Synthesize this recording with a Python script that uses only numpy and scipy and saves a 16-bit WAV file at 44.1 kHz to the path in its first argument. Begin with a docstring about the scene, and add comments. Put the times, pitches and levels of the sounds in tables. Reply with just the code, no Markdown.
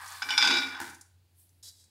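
"""Nuts into a frying pan

Nuts slide off a plate and clatter into a metal pan in a small kitchen. Each hit clacks and rings
the pan's modes; nuts click together and their weight drums the stove top. The plate knocks as it
is drawn away. Light ticks, a brush of fingers and a short scrape follow, over a low hum."""
import sys
import numpy as np
from scipy import signal
from scipy.fft import rfft, irfft
from scipy.io import wavfile

SR = 44100
rng = np.random.default_rng(int(sys.argv[2]) if len(sys.argv) > 2 else 0)


def pcm_store(signal):
    """Save signal as 16-bit PCM."""
    levels = np.round(np.clip(np.atleast_2d(signal), -1, 1) * 32767)
    wavfile.write(sys.argv[1], SR, levels.astype(np.int16).T)


N = 83790
T = np.arange(N) / SR


def from_db(db):
    """Decibels to gain."""
    return 10 ** (np.asarray(db) / 20)


def unit_rms(x):
    """Scale to rms 1."""
    return x / np.sqrt(np.mean(x ** 2) + 1e-20)


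def envelope(rows, times=T, column=1):
    """Gain along a (t/s, level/dB) curve."""
    rows = np.array(rows)
    return from_db(np.interp(times, rows[:, 0], rows[:, column]))


def butter(x, hz, kind, order=2):
    """Causal Butterworth filter."""
    return signal.sosfilt(signal.butter(order, hz, kind, fs=SR, output="sos"), x)


def colour(x, spectrum):
    """Minimum-phase filter through (f/Hz, level/dB) points; white noise keeps its power."""
    hz, db = np.transpose(spectrum)
    bins_hz = np.arange(N + 1) * SR / (2 * N)
    gain = unit_rms(from_db(np.interp(np.log(bins_hz + 1), np.log(hz), db)))
    cepstrum = irfft(np.log(gain))
    cepstrum[1:N] *= 2
    cepstrum[N + 1:] = 0
    return irfft(rfft(x, 2 * N) * np.exp(rfft(cepstrum)))[:N]


def clicks(times, sizes):
    """One-sample impulses."""
    return np.bincount(np.clip(times * SR, 0, N - 1).astype(int), sizes, N)


def ring(x, hz, t60_s):
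    """One mode: a unit click starts a decaying sine of height 1."""
    radius, angle = from_db(-60 / (t60_s * SR)), 2 * np.pi * hz / SR
    return signal.lfilter([0, np.sin(angle)], [1, -2 * radius * np.cos(angle), radius ** 2], x + 1e-18)


def bursts(times, sizes, t60_s):
    """A decaying noise puff per contact."""
    decay = from_db(-120 / (t60_s * SR))
    power = signal.lfilter([1], [1, -decay], clicks(times, sizes ** 2) + 1e-18)
    return np.sqrt(power) * rng.standard_normal(N)


def friction(slips_per_s, spread_db, noise_gain):
    """Tiny uneven slips on a bed of noise; rms 1."""
    sizes = from_db(spread_db * np.minimum(rng.exponential(1, N), 3)) * rng.choice([-1, 1], N)
    slips = unit_rms(sizes * (rng.random(N) < slips_per_s / SR))
    return unit_rms(slips + noise_gain * rng.standard_normal(N))


def landing_times(per_s=260):
    """Unevenly spaced landings, in s."""
    slots = np.arange(500) + rng.uniform(-1.3, 1, 500)
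    return np.clip(slots / per_s, 0, T[-1])


# room noise spectrum: f/Hz, level/dB
FLOOR_SPECTRUM = [(15, -53.5), (25, -30.5), (62, -17), (91, 0), (113, -10.5), (215, -22.5), (281, -20),
                  (509, -28), (919, -29), (1170, -34), (4500, -30.5), (5730, -36), (15500, -37)]

def background(hum_hz=89.6, hum_db=-66.5, floor_db=-70):
    """Steady low hum over faint room noise."""
    hum = from_db(hum_db) * unit_rms(np.sin(2 * np.pi * hum_hz * T))
    return hum + from_db(floor_db) * colour(rng.standard_normal(N), FLOOR_SPECTRUM)


def reflections(x, split_hz=2300, low_t60_s=0.42, high_t60_s=0.36, gap_s=0.004):
    """Diffuse tail of unit energy; the treble dies sooner."""
    tail = 0
    for kind, t60_s in (("low", low_t60_s), ("high", high_t60_s)):
        noise = butter(rng.standard_normal(N), split_hz, kind)
        tail += noise * from_db(-60 * T / t60_s) * (T > gap_s)
    return signal.fftconvolve(x, unit_rms(tail) / np.sqrt(N))[:N]


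# sideways reflections: f/Hz, level/dB
SIDE_SPECTRUM = [(100, -28.5), (700, -28), (1000, -13), (2000, 19), (3000, -1), (5500, -14.5), (8000, 7.5),
                 (15000, 3.5)]

def kitchen(x, mid_db=-7.5, side_db=-23):
    """Stereo reverb; sideways reflections add a little width."""
    side = from_db(side_db) * colour(reflections(x), SIDE_SPECTRUM)
    mid = from_db(mid_db) * reflections(x)
    return np.array([mid + side, mid - side])


# finger contact: t/s, level/dB
BRUSH_LEVEL = [(1.25, -100), (1.34, -82), (1.395, -60), (1.44, -65.5), (1.5, -76.5), (1.6, -78.5),
               (1.65, -100)]
# skin on plate: f/Hz, level/dB
BRUSH_SPECTRUM = [(1000, -31), (4000, -15), (6500, -13.5), (9000, -1.5), (12000, 0.5), (14000, -10.5),
                  (16000, -6)]

def finger_brush():
    """Fingers brush the plate: a soft, high hiss."""
    return colour(envelope(BRUSH_LEVEL) * rng.standard_normal(N), BRUSH_SPECTRUM)


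# ticks: t/s, level/dB
TICK_HITS = [(0.059, -47), (0.0766, -43.5), (0.084, -45.5), (0.12, -42.5), (0.898, -47), (.901, -49.5),
             (0.946, -46.5), (1.0113, -44.5), (1.492, -64.5), (1.678, -62), (1.6929, -55.5), (1.811, -62.5),
             (1.84, -56.5)]
# tick spectrum: f/Hz, level/dB
TICK_SPECTRUM = [(500, -21.5), (1600, -8), (2500, -21), (3600, -15), (4600, -4), (5600, -0.5), (7200, 3.5),
                 (8100, -3.5), (9600, 2.5), (11000, -10), (16000, -21)]

def plate_ticks():
    """Small hard contacts on the plate."""
    times, db = np.transpose(TICK_HITS)
    return colour(bursts(times, from_db(db), t60_s=0.042), TICK_SPECTRUM)


# scrape friction: t/s, level/dB
SCRAPE_LEVEL = [(1.624, -110), (1.628, -53.5), (1.634, -49.5), (1.69, -49), (1.715, -66), (1.75, -68),
                (1.8, -61.5), (1.845, -68.5), (1.9, -80.5)]
# scraped resonances: f/Hz, level/dB, t60/s
SCRAPE_RESONANCES = [(3400, -39.5, 0.05), (3700, -47, .12), (3990, -40.5, .06), (4700, -38, 0.023),
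                     (5240, -40, 0.038), (6900, -41.5, 0.066), (8130, -41, 0.15)]
# scrape spectrum: f/Hz, level/dB
SCRAPE_SPECTRUM = [(300, -19.5), (1400, -23.5), (1950, -16), (2300, -24), (3000, -16), (3400, -5.5),
                   (3700, -4.5), (4000, 3.5), (4250, -6), (4600, 1), (5250, 4), (6000, -1.5), (8100, 1),
                   (10500, -5), (12400, -6.5), (15500, -21)]

def plate_scrape():
    """The plate is put aside; dense slips excite high resonances."""
    slips = envelope(SCRAPE_LEVEL) * friction(slips_per_s=6600, spread_db=2.5, noise_gain=1)
    ringing = sum(from_db(db) * ring(slips, hz, t60_s) for hz, db, t60_s in SCRAPE_RESONANCES)
    return colour(slips + ringing, SCRAPE_SPECTRUM)


# contacts of the knock: t/s, level/dB
KNOCK_HITS = [(0.801, -30), (0.8136, -33), (.822, -45.5), (0.877, -43)]
# drag friction: t/s, level/dB
DRAG_LEVEL = [(.8, -110), (.815, -40), (.84, -43), (.89, -48.5), (.95, -57.5), (1.0, -63), (1.05, -110)]
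# knocked plate: f/Hz, level/dB
KNOCK_SPECTRUM = [(40, -30.5), (90, 0.5), (140, -5), (270, 5.5), (345, 7), (450, -7), (620, -10),
                  (850, 8.5), (1200, -4), (1500, 10), (2500, -7.5), (4500, -8.5), (9000, -8), (15000, -17)]

def plate_knock():
    """The empty plate knocks, then drags as it is drawn away."""
    times, db = np.transpose(KNOCK_HITS)
    knock = bursts(times, from_db(db), t60_s=0.034)
    drag = envelope(DRAG_LEVEL) * friction(slips_per_s=1400, spread_db=2, noise_gain=0.27)
    return colour(knock + drag, KNOCK_SPECTRUM)


# sliding nuts: t/s, rattle level/dB, hiss level/dB
SLIDE_LEVELS = [(0, -47.5, -55), (.04, -46, -52), (.08, -52, -52), (.125, -46, -48.5), (.2, -53.5, -52.5),
                (.4, -42, -48.5), (.6, -44.5, -51.5), (.7, -47, -58), (.79, -45, -67), (.9, -110, -110)]
# plate rattle: f/Hz, level/dB
RATTLE_SPECTRUM = [(200, -44), (600, -19), (850, 1.5), (1180, 6), (1400, -4.5), (1580, 4.5), (1830, 1),
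                   (2100, -5.5), (3000, -15), (8000, -34.5)]
# dry rubbing: f/Hz, level/dB
HISS_SPECTRUM = [(500, -16), (2000, -4), (3000, -2.5), (4500, 4.5), (6300, -3.5), (9000, 1), (10500, -3),
                 (13000, -4.5), (16000, -11.5)]

def nut_slide(slips_per_s=1400):
    """Nuts tumble and rub along the tilted plate."""
    rattle = envelope(SLIDE_LEVELS) * friction(slips_per_s, spread_db=3.5, noise_gain=0.16)
    hiss = envelope(SLIDE_LEVELS, column=2) * friction(slips_per_s, spread_db=5, noise_gain=1)
    return colour(rattle, RATTLE_SPECTRUM) + colour(hiss, HISS_SPECTRUM)


# stove top modes: f/Hz, level/dB, t60/s
STOVE_MODES = [(204, -11, .25), (264.5, -3.5, 0.22), (275.1, -3, .18), (308.2, -11, 0.057),
               (342.3, -5.5, 0.32), (382, -9.5, 0.32), (466, -8, 0.17), (646, -3, 0.043)]
# landing weight: t/s, level/dB
WEIGHT_LEVEL = [(.2, -100), (.225, -65.5), (.37, -63), (.45, -48), (.52, -45.5), (.62, -53), (.72, -62),
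                (.8, -76.5), (.9, -110)]

def stove_drum(low_cut_hz=190):
    """The weight of the landing nuts drums the stove top under the pan."""
    times = landing_times()
    drum = 0
    for hz, db, t60_s in STOVE_MODES:
        sizes = envelope(WEIGHT_LEVEL, times) * rng.standard_normal(len(times))
        drum += from_db(db) * ring(clicks(times, sizes), hz, t60_s)
    return butter(drum, low_cut_hz, "high", order=4)


# shower of lesser hits, on pile and pan: t/s, level/dB
SHOWER_LEVEL = [(.28, -62), (.31, -34.5), (.37, -41.5), (.42, -26.5), (.52, -27), (.6, -33.5), (.67, -43.5),
                (.78, -50), (.86, -55), (.95, -67), (1.02, -110)]

def nut_pings(low_hz=2000, high_hz=12000, t60_cycles=60, db_per_octave=-7):
    """Nut meets nut in the pile: tiny rings at random pitches, weaker the higher they are."""
    times, pitches_hz = landing_times(), np.geomspace(low_hz, high_hz, 23)
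    sizes = envelope(SHOWER_LEVEL, times) * from_db(rng.uniform(-7, 2, len(times)))
    pitch_index = rng.integers(0, len(pitches_hz), len(times))
    pings = 0
    for k, hz in enumerate(pitches_hz):
        gain = from_db(db_per_octave * np.log2(hz / low_hz))
        pings += gain * ring(clicks(times, sizes * (pitch_index == k)), hz, t60_cycles / hz)
    return butter(pings, low_hz, "high", order=4)


# contact clack: f/Hz, level/dB
CLACK_SPECTRUM = [(100, -55), (250, -39), (580, -26), (830, 1.5), (1100, -5), (1300, -14), (1510, 6),
                  (1750, -11), (2400, 3.5), (3150, -10), (3500, 7.5), (4300, -6), (5050, 7), (5950, -16),
                  (7000, -2.5), (8300, -9), (9600, -11.5), (15000, -32)]

def pan_clacks(times, sizes, bright_hz, gain_db=-5.5):
    """Each contact is a brief noise with a sharp crack at its start; soft ones are duller."""
    edges_hz = [100, 1000, 2000, 3200, 6000, 17000]
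    clacks = 0
    for low, high in zip(edges_hz, edges_hz[1:]):
        strength = sizes / np.hypot(1, low * high / bright_hz ** 2)
        body = bursts(times, strength, t60_s=0.061)
        crack = from_db(5.5) * bursts(times, strength, t60_s=0.0098)
        clacks += butter(body + crack, [low, high], "band")
    return from_db(gain_db) * colour(clacks, CLACK_SPECTRUM)


# pan modes: f/Hz, level/dB struck mid-pan, level/dB struck near the wall, t60/s
PAN_MODES = [(832.7, -17, -17.5, 0.17), (1449.4, -25.5, -20, 0.41), (1522, -10.5, -13, 0.14),
             (2336, -20, -18, .18), (2347, -16, -21.5, 0.27), (2974, -13.5, -24, 0.081),
             (3470, -25, -13.5, 0.15), (3516, -8.5, -18, 0.11), (3793, -29, -15, 0.32),
             (4650, -27.5, -17, 0.11), (4633, -21.5, -14.5, 0.077), (4960, -20, -16, 0.068),
             (5110, -17.5, -21, .12), (5608, -13, -20, 0.16), (6270, -17.5, -17, 0.08)]
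# spread of the pile: t/s, position (0 middle, 1 wall)
PILE_SPREAD = [(.3, 0), (.385, 0), (.44, 1), (.52, 0.88)]

def pan_ring(times, sizes, bright_hz, spread_db=2):
    """Hits ring the modes by where they land; soft contacts leave the high ones quiet."""
    shape = (len(times), len(PAN_MODES))
    coupling = from_db(rng.normal(0, spread_db, shape)) * rng.choice([-1, 1], shape)
    outward = np.interp(times, *np.transpose(PILE_SPREAD))
    ringing = 0
    for k, (hz, middle_db, wall_db, t60_s) in enumerate(PAN_MODES):
        strength = sizes * coupling[:, k] * from_db(middle_db + outward * (wall_db - middle_db))
        strength /= np.hypot(1, (hz / bright_hz) ** 2)
        ringing += ring(clicks(times, strength), hz, t60_s)
    return ringing


# single nuts on the pan: t/s, level/dB, contact brightness f/Hz, spot resonance f/Hz
NUT_HITS = [(0.2201, -24.5, 2245, 1494), (.2228, -27.5, 7000, 5150), (0.2299, -22, 1388, 1550),
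            (0.2887, -29, 3527, 1620), (.2925, -29.5, 6060, 4890), (.3055, -21.5, 6000, 2990),
            (.3175, -29.5, 2000, 1510), (.3265, -27, 3534, 2190), (.338, -27.5, 2973, 2180),
            (.372, -29.5, 6000, 3500), (.378, -14.5, 6430, 4960), (.3802, -16.5, 6756, 5010),
            (.389, -23, 2454, 1456), (.409, -25.5, 6514, 4950), (.417, -20.5, 5010, 3500),
            (.4255, -12.5, 5000, 3430), (.432, -28, 1800, 1550), (.4518, -23, 7067, 4920),
            (.461, -21.5, 4037, 4950), (.4742, -16.5, 8000, 4800), (.488, -26, 6045, 3560),
            (0.499, -24, 4500, 1530), (.5085, -15.5, 1787, 1467), (.525, -23, 4500, 3860),
            (.539, -20, 4024, 3873), (.573, -28, 6890, 3920), (.585, -25.5, 6000, 3900),
            (.622, -29, 3940, 1465), (.682, -40, 3000, 1470), (.748, -31.5, 2250, 1500),
            (.776, -45, 2300, 1500)]

def spot_rings(gain_db=-2, t60_s=0.029):
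    """The spot a nut strikes adds a short ring of its own pitch."""
    return sum(ring(clicks(np.array([t]), from_db([db + gain_db])), hz, t60_s)
               for t, db, _, hz in NUT_HITS)


def pan(shower_spread_db=4.5, shower_bright_hz=4500, low_cut_hz=820):
    """Single nuts and a shower of lesser hits strike the pan; thin metal radiates little bass."""
    shower_s = landing_times()
    scatter = from_db(rng.normal(0, shower_spread_db, len(shower_s)))
    nut_s, nut_db, nut_bright_hz, _ = np.transpose(NUT_HITS)
    times = np.r_[shower_s, nut_s]
    sizes = np.r_[envelope(SHOWER_LEVEL, shower_s) * scatter, from_db(nut_db)]
    bright_hz = np.r_[np.full(len(shower_s), shower_bright_hz), nut_bright_hz]
    metal = pan_ring(times, sizes, bright_hz) + spot_rings()
    return butter(metal, low_cut_hz, "high", order=4) + pan_clacks(times, sizes, bright_hz)


def scene():
    """All sources centred; only the room has width."""
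    nuts = pan() + nut_pings() + stove_drum() + nut_slide()
    plate = plate_knock() + plate_ticks() + finger_brush() + plate_scrape()
    direct = nuts + plate
    return direct + kitchen(direct) + background()


def record(dry):
    """Steep low-pass on the highest treble."""
    cutoff_hz = 15700
    return signal.sosfilt(signal.ellip(10, .1, 70, cutoff_hz, fs=SR, output="sos"), dry)


dry = scene()
out = record(dry)
pcm_store(out)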